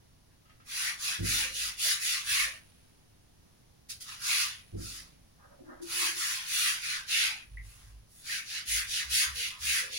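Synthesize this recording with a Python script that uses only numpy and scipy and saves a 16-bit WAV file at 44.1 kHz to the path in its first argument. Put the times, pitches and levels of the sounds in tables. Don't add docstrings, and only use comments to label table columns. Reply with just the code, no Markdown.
import sys
import numpy as np
from scipy import signal
from scipy.fft import rfft, irfft, next_fast_len
from scipy.io import wavfile
from scipy.ndimage import uniform_filter1d, map_coordinates

SR = 44100
rng = np.random.default_rng(int(sys.argv[2]) if len(sys.argv) > 2 else 0)


def generate_wav(signal):
    frames = np.transpose(np.atleast_2d(signal))
    scaled = np.clip(frames, -1, 1) * 32767
    pcm = np.round(scaled).astype(np.int16)
    wavfile.write(sys.argv[1], SR, pcm)


N = 440118


# f/Hz, level/dB
BRISTLE_SPECTRUM = [(1000, -10), (2200, -2), (3600, -3), (5000, -1.5), (6500, -3.5), (8100, -12),
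                    (9300, -6.5), (10300, -1.5), (11300, -6), (12400, -19.5), (13800, -15), (14700, -15),
                    (15800, -9.5)]
def brush(level, tone):
    speed = np.sqrt(level / level.max())
    tips = unit(clicks(per_s=5000 + 25000 * speed, spread_db=1.6))
    hz, frame_s, spectra = signal.stft(tips, SR, nperseg=1024)
    hz, t = hz[:, None], np.arange(N) / SR
    pitch_hz, rasp_hz, rasp_db, fizz_db = [np.interp(frame_s, t, curve) for curve in tone]
    wander_oct = 0.1 * np.interp(frame_s, t, wobble(19))
    shafts_db = rasp_db * hump(hz, rasp_hz * 2 ** wander_oct, octaves=0.59)
    mode1_db = 2.2 * hump(hz, 0.89 * pitch_hz, octaves=0.082)
    mode2_db = hump(hz, 1.8 * pitch_hz * 2 ** -wander_oct, octaves=0.31)
    foam_db = fizz_db * highpass(hz, 6800, order=4) ** 2
    colour = unit(amp(log_interp(BRISTLE_SPECTRUM, hz))) * amp(shafts_db + mode1_db + mode2_db + foam_db)
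    colour *= highpass(hz, pitch_hz, order=9) + amp(-22.5) * highpass(hz, 340, order=3)
    lowpass = np.sqrt(1 - highpass(hz, 3500, order=1) ** 2)
    direct, scattered = spectra[0], spectra[1:]
    tufts_db = 3.2 * patches(direct.shape, bins=6, frames=5) * lowpass
    echoes_db = 2.2 * patches(scattered.shape, bins=2, frames=9)
    echo_share = log_interp([(1000, 0.63), (7000, 0.7), (14000, 0.8)], hz)
    stereo = np.sqrt(1 - echo_share) * direct + np.sqrt(echo_share) * scattered
    scrub = signal.istft(stereo * colour * amp(tufts_db + echoes_db), nperseg=1024)[1][:, :N]
    catch_db = 0.2 * wobble(60)
    return level * amp(catch_db) * scrub


# t/s, rise/s, hold/s, fall/s, level/dB, lowest bristle f/Hz, sag/oct,
# shaft rasp f/Hz, rasp/dB, foam fizz/dB
BRUSH_STROKES = [(0.633, 0.18, 0.05, 0.06, -34, 1060, 0.57, 2200, 1, 0.5),
                 (0.96, 0.11, 0.023, 0.07, -32.5, 1090, 0.26, 1800, -3, -.5),
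                 (1.203, 0.115, 0.045, 0.087, -29.5, 1400, 0.38, 2780, 0, 1.5),
                 (1.487, 0.124, 0.03, 0.063, -33, 1570, 0.77, 2060, -5.5, 0),
                 (1.751, 0.117, 0.025, 0.061, -28.5, 1400, 0.14, 1790, -3.5, 2.5),
                 (1.969, 0.094, 0.023, 0.095, -29.5, 1510, 0.37, 3430, -2.5, -.5),
                 (2.221, 0.118, 0.051, 0.068, -30, 1210, 0.17, 2250, 3, 2),
                 (4.021, 0.084, 0.01, 0.058, -43.5, 945, .3, 2300, -2.5, -3),
                 (4.169, 0.162, 0.056, 0.074, -28.5, 1300, .1, 2680, -1, 0),
                 (4.747, 0.112, 0.08, 0.074, -43, 1320, .15, 2480, -9, 0),
                 (5.823, 0.2, 0.02, 0.07, -31, 1070, .5, 1850, -1, 2.5),
                 (6.104, 0.13, 0.016, 0.132, -32, 1180, 0.45, 2500, -2.5, .5),
                 (6.411, 0.194, 0.045, 0.09, -30.5, 1370, 0.52, 2650, 1.5, 3),
                 (6.771, 0.113, 0.042, 0.066, -35, 1340, 0.4, 1560, 3, -3),
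                 (7.05, 0.1, 0.075, 0.07, -29.5, 1480, .45, 2760, 4, -2),
                 (7.581, 0.11, 0.047, 0.17, -61, 800, 0.58, 1476, 2, 5),
                 (8.03, 0.19, 0.032, 0.04, -61, 1100, .3, 2200, -5, 10.5),
                 (8.21, 0.127, 0.008, 0.058, -34.5, 1610, 0.18, 2300, -2, -2.5),
                 (8.422, 0.115, 0.018, 0.058, -35.5, 1540, 0.42, 2270, -3.5, -6.5),
                 (8.639, 0.093, 0.018, 0.065, -30.5, 1750, 0.54, 2200, -2, 2.5),
                 (8.843, 0.109, 0.017, 0.065, -31, 1650, .7, 2100, -4.5, -4),
                 (9.069, 0.102, 0.032, 0.058, -27, 1640, 0.42, 2380, -1.5, 1.5),
                 (9.311, 0.095, 0.015, 0.07, -35.5, 1530, 0.54, 3480, 2, 0),
                 (9.565, 0.161, 0.03, 0.065, -30.5, 1400, 0.44, 2340, 2.5, 2),
                 (9.881, 0.071, 0.04, 0.163, -36, 2020, .4, 2800, 1.5, -6)]
def strokes(t):
    stall_oct, rasp_growth_db, fizz_fade_db, fizz_stall_db = 0.39, 8.5, 2.5, 1
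    for start_s, rise_s, hold_s, fall_s, db, pitch_hz, sag_oct, rasp_hz, rasp_db, fizz_db in BRUSH_STROKES:
        push = np.sin(np.pi / 2 * np.clip((t - start_s) / rise_s, 0, 1)) ** 2.1
        slowing = np.maximum(t - start_s - rise_s - hold_s, 0) / fall_s
        speed = push / (1 + slowing ** 3)
        contact = np.clip(3.7 - slowing, 0, 1)
        travel = np.clip((t - start_s) / (rise_s + hold_s + fall_s), 0, 1.15) - 0.5
        yield (amp(db) * speed * contact,
               pitch_hz * 2 ** (-sag_oct * travel - stall_oct * (1 - speed)),
               rasp_hz * 2 ** (-sag_oct * travel),
               rasp_db + rasp_growth_db * travel,
               fizz_db - fizz_fade_db * travel - fizz_stall_db * (1 - speed))


# t/s, level/dB
BRISTLE_SLAPS = [(3.884, -31), (3.997, -35), (5.81, -42)]
def slaps(t):
    rise_s, t60_s = 0.017, 0.21
    pitch_hz, rasp_hz, rasp_db, fizz_db = 1500, 2203, -10, 1
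    for start_s, db in BRISTLE_SLAPS:
        age_s = np.maximum(t - start_s, 0)
        level = amp(db - 60 * age_s / t60_s) * (1 - np.exp(-(age_s / rise_s) ** 2))
        yield np.broadcast_arrays(level, pitch_hz, rasp_hz, rasp_db, fizz_db)


def brush_motion():
    t = np.arange(N) / SR
    coarse_t = t[::64]
    moves = np.array([*strokes(coarse_t), *slaps(coarse_t)])
    power = moves[:, :1] ** 2 + 1e-20
    level = np.sqrt(power.sum(0)[0])
    tone = (power * moves[:, 1:]).sum(0) / power.sum(0)
    return np.interp(t, coarse_t, level), [np.interp(t, coarse_t, curve) for curve in tone]


# f/Hz, level/dB
FOAM_SPECTRUM = [(800, -11.5), (2500, 0.5), (6000, -7.5), (8100, -16), (10200, 3.5), (13000, -26),
                 (15500, -8)]
def foam(brush_level):
    relative_db, decay_s = -27, 0.15
    pole = np.exp(-1 / (decay_s * SR))
    amount = np.sqrt(signal.lfilter([1 - pole], [1, -pole], brush_level ** 2))
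    pops = filtered(clicks(per_s=2700, spread_db=1.5)[1:], lambda hz: amp(log_interp(FOAM_SPECTRUM, hz)))
    return amp(relative_db) * amount * unit(pops)


# t/s, length/s, bubble f/Hz, level/dB
SUDS_GURGLES = [(1.376, 0.049, 937, -57), (2.147, 0.099, 1210, -63), (4.072, 0.078, 1180, -59.5),
                (4.231, 0.12, 1080, -57), (5.992, 0.06, 1120, -45.5), (7.219, .17, 820, -64),
                (8.278, 0.081, 2024, -42.5), (8.743, 0.064, 1514, -48.5), (8.96, .07, 1800, -45.5),
                (9.2, .1, 1220, -52), (9.489, 0.11, 1200, -60)]
def gurgles():
    bubbles_per_s, spread_oct, sag_oct, spread_db, t60_cycles = 450, 0.13, 0.19, 4, 53
    out, t = np.zeros(N), np.arange(SR // 16) / SR
    for start_s, length_s, hz, db in SUDS_GURGLES:
        count = max(round(bubbles_per_s * length_s), 2)
        cluster = np.zeros(round(length_s * SR) + len(t))
        for progress, detune, strength in zip(rng.beta(2, 2, count), *rng.standard_normal((2, count))):
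            pitch_hz = hz * 2 ** (spread_oct * detune - sag_oct * (progress - 0.5))
            bubble = ring(t, pitch_hz, t60_cycles / pitch_hz)
            add(cluster, progress * length_s, amp(spread_db * strength) * bubble)
        rms = np.sqrt(np.sum(cluster ** 2) / (length_s * SR))
        add(out, start_s, amp(db) * cluster / rms)
    return out


def squeak():
    start_s, gap_s, hz, db, loss_db = 7.572, 0.0089, 2030, -31, 2.5
    out, t = np.zeros(N), np.arange(SR // 8) / SR
    for k, (jitter, detune) in enumerate(rng.standard_normal((6, 2))):
        slip = ring(t, hz * (1 + 0.021 * detune), t60_s=0.022, rise_s=0.0014)
        add(out, start_s + gap_s * (k + 0.077 * jitter), amp(db - loss_db * k) * slip)
    return out


# t/s, f/Hz, level/dB
BRUSH_KNOCKS = [(1.088, 720, -48), (1.855, 630, -42.5)]
def knocks(t60_s=0.077):
    out, t = np.zeros(N), np.arange(SR // 4) / SR
    for start_s, hz, db in BRUSH_KNOCKS:
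        add(out, start_s, amp(db) * (ring(t, hz, t60_s) + 0.5 * ring(t, 1.6 * hz, t60_s / 2)))
    return out


# t/s, bubble f/Hz, level/dB
WET_SMACKS = [(.314, 1710, -67), (.454, 1310, -62), (.495, 1277, -57.5), (0.601, 1345, -57.5)]
def smacks(spray_db=-9, spray_t60_s=0.27):
    bubbles, spray_level, t = np.zeros(N), np.zeros(N), np.arange(SR // 4) / SR
    for start_s, hz, db in WET_SMACKS:
        add(bubbles, start_s, amp(db) * ring(t, hz, t60_s=0.07))
        add(spray_level, start_s, amp(db + spray_db - 60 * t / spray_t60_s))
    spray = unit(filtered(rng.standard_normal(N), lambda hz: hump(hz, 1800, octaves=1.2)))
    return bubbles + spray_level * spray


# t/s, f/Hz, width/Hz, level/dB, length/s
FAINT_RUBS = [(1.42, 517.6, 110, -62, .24), (2.42, 627, 220, -63, 0.18), (5.38, 1200, 1196, -65, 0.23),
              (5.64, 1305, 1200, -61.5, 0.27), (5.42, 618, 260.5, -64.5, 0.69), (5.6, 310, 101, -51, 0.2),
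              (5.8, 336, 70, -42, 0.082), (5.9, 340.4, 90.4, -52.5, 0.37), (9.35, 483, 40, -55.5, 0.074),
              (9.8, 478, 238.5, -57.5, 0.21)]
def rubs():
    return swells(FAINT_RUBS, flutter_db=3.5)


# t/s, level/dB
THUD_HITS = [(1.18, -26.5), (4.717, -31.5)]
# f/Hz, level/dB, t60/s
THUD_RESONANCES = [(51.4, -8.5, 1), (99.7, 3.5, 0.4), (173, -5, 0.37), (335.2, -10.5, 0.62)]
def thuds():
    rise_s, shudder_db, shudder_t60_s = 0.028, -6.5, 0.62
    out, t = np.zeros(N), np.arange(SR) / SR
    attack = 1 - np.exp(-(t / rise_s) ** 2)
    for start_s, db in THUD_HITS:
        body = sum(amp(mode_db - 60 * t / t60_s) * np.sin(2 * np.pi * (hz * t + rng.random()))
                   for hz, mode_db, t60_s in THUD_RESONANCES)
        rumble = unit(filtered(rng.standard_normal(N), lambda hz: 1 - highpass(hz, 495, order=4) ** 2))
        shudder = amp(shudder_db - 60 * t / shudder_t60_s) * rumble[:SR]
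        add(out, start_s, amp(db) * attack * (body + shudder))
    return out


# t/s, f/Hz, level/dB, length/s
LOW_BOOMS = [(1.492, 52, -51.5, 0.26), (2.244, 46.8, -53, 0.3), (7.471, 52.3, -46.5, 0.38),
             (7.833, 52, -51, 0.3), (8.679, 51.8, -48, 0.34), (9.042, 62.4, -50.5, 0.21),
             (9.264, 62.2, -49.5, 0.21), (9.6, 68, -50.5, 0.2)]
def booms(low_width_hz=14, octave_width_hz=40):
    low = [(start_s, hz, low_width_hz, db, length_s) for start_s, hz, db, length_s in LOW_BOOMS]
    octave = [(start_s, 2 * hz, octave_width_hz, db - 10, length_s)
              for start_s, hz, db, length_s in LOW_BOOMS]
    return swells(low, flutter_db=0) + swells(octave, flutter_db=3)


# f/Hz, t60/s
YARD_DECAY = [(200, 0.14), (2000, 0.25), (6000, 0.1), (14000, 0.025)]
def yard(x, tail_db):
    hz, t, spectra = signal.stft(rng.standard_normal((2, SR // 2)), SR, nperseg=256)
    decay = amp(-60 * t / log_interp(YARD_DECAY, hz)[:, None])
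    tail = signal.istft(spectra * decay, SR, nperseg=256)[1]
    tail /= np.linalg.norm(tail[0])
    return x + amp(tail_db) * signal.fftconvolve(np.atleast_2d(x), tail, axes=1)[:, :N]


# f/Hz, level/dB
AIR_SPECTRUM = [(25, -3.5), (110, -1), (200, -8), (400, -14), (1000, -22), (2500, -25.5), (6000, -25),
                (8100, -34.5), (9900, -24.5), (13600, -35.5), (15200, -31)]
def air():
    width = lambda hz: np.clip(highpass(hz, 380, order=1), 0.15, 1)
    colour = lambda hz: amp(log_interp(AIR_SPECTRUM, hz))
    rumble = filtered(rng.standard_normal(N), lambda hz: colour(hz) * np.sqrt(1 - width(hz) ** 2))
    hiss = filtered(rng.standard_normal((2, N)), lambda hz: colour(hz) * width(hz))
    return amp(-61 + 0.63 * wobble(3.44)) * unit(rumble + hiss)


def swells(rows, flutter_db):
    out = np.zeros(N)
    for start_s, hz, width_hz, db, length_s in rows:
        progress = np.linspace(0, 1, round(length_s * SR))
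        t = progress * length_s
        re, im = [map_coordinates(k, [t * width_hz], order=1) for k in rng.standard_normal((2, 2000))]
        band = unit(re * np.cos(2 * np.pi * hz * t) + im * np.sin(2 * np.pi * hz * t))
        add(out, start_s, amp(db) * np.sin(np.pi * progress ** 0.5) * band)
    return out * amp(flutter_db * wobble(35))


def clicks(per_s, spread_db):
    count = rng.poisson(per_s / SR, (3, N))
    impulses = np.sqrt(count / per_s) * rng.standard_normal((3, N))
    return impulses * amp(spread_db * rng.standard_normal((3, N)))


def ring(t, hz, t60_s, rise_s=0.00047):
    return np.sin(2 * np.pi * hz * t) * amp(-60 * t / t60_s) * (1 - np.exp(-t / rise_s))


def wobble(knots_per_s):
    knots = rng.standard_normal(int(N * knots_per_s / SR) + 4)
    return map_coordinates(knots, [np.arange(N) * knots_per_s / SR])


def patches(shape, bins, frames):
    field = uniform_filter1d(rng.standard_normal(shape), bins, axis=-2)
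    return unit(uniform_filter1d(field, frames, axis=-1))


def filtered(x, response):
    size = next_fast_len(N + SR // 2)
    return irfft(rfft(x, size) * response(np.fft.rfftfreq(size, 1 / SR)), size)[..., :N]


def highpass(hz, edge_hz, order):
    return 1 / np.sqrt(1 + (edge_hz / (hz + 1)) ** (2 * order))


def hump(hz, centre_hz, octaves):
    return np.exp(-(np.log2((hz + 1) / centre_hz) / octaves) ** 2)


def log_interp(points, hz):
    knots_hz, values = np.transpose(points)
    return np.interp(np.log(hz + 1), np.log(knots_hz + 1), values)


def add(track, start_s, sound):
    part = track[round(start_s * SR):][:len(sound)]
    part += sound[:len(part)]


def amp(db):
    return 10 ** (np.asarray(db) / 20)


def unit(x):
    return x / np.sqrt(np.mean(x ** 2) + 1e-20)


def scene():
    level, tone = brush_motion()
    small_sounds = smacks() + knocks() + gurgles() + rubs()
    scrubbing = brush(level, tone) + squeak()
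    echoing = yard(scrubbing, tail_db=-9) + yard(small_sounds, tail_db=-2.5)
    return echoing + foam(level) + thuds() + booms() + air()


def record(dry):
    delay_s, top_hz = 0.00104, 15830
    left_db = lambda hz: log_interp([(100, -1.2), (2000, -0.4), (9500, 0.6), (13000, -3)], hz)
    left = lambda hz: np.exp(-2j * np.pi * hz * delay_s) * amp(left_db(hz))
    right = lambda hz: amp(log_interp([(9500, 0.068), (13000, 0.62)], hz))
    return filtered(dry, lambda hz: np.array([left(hz), right(hz)]) * (hz < top_hz))


dry = scene()
out = record(dry)
generate_wav(out)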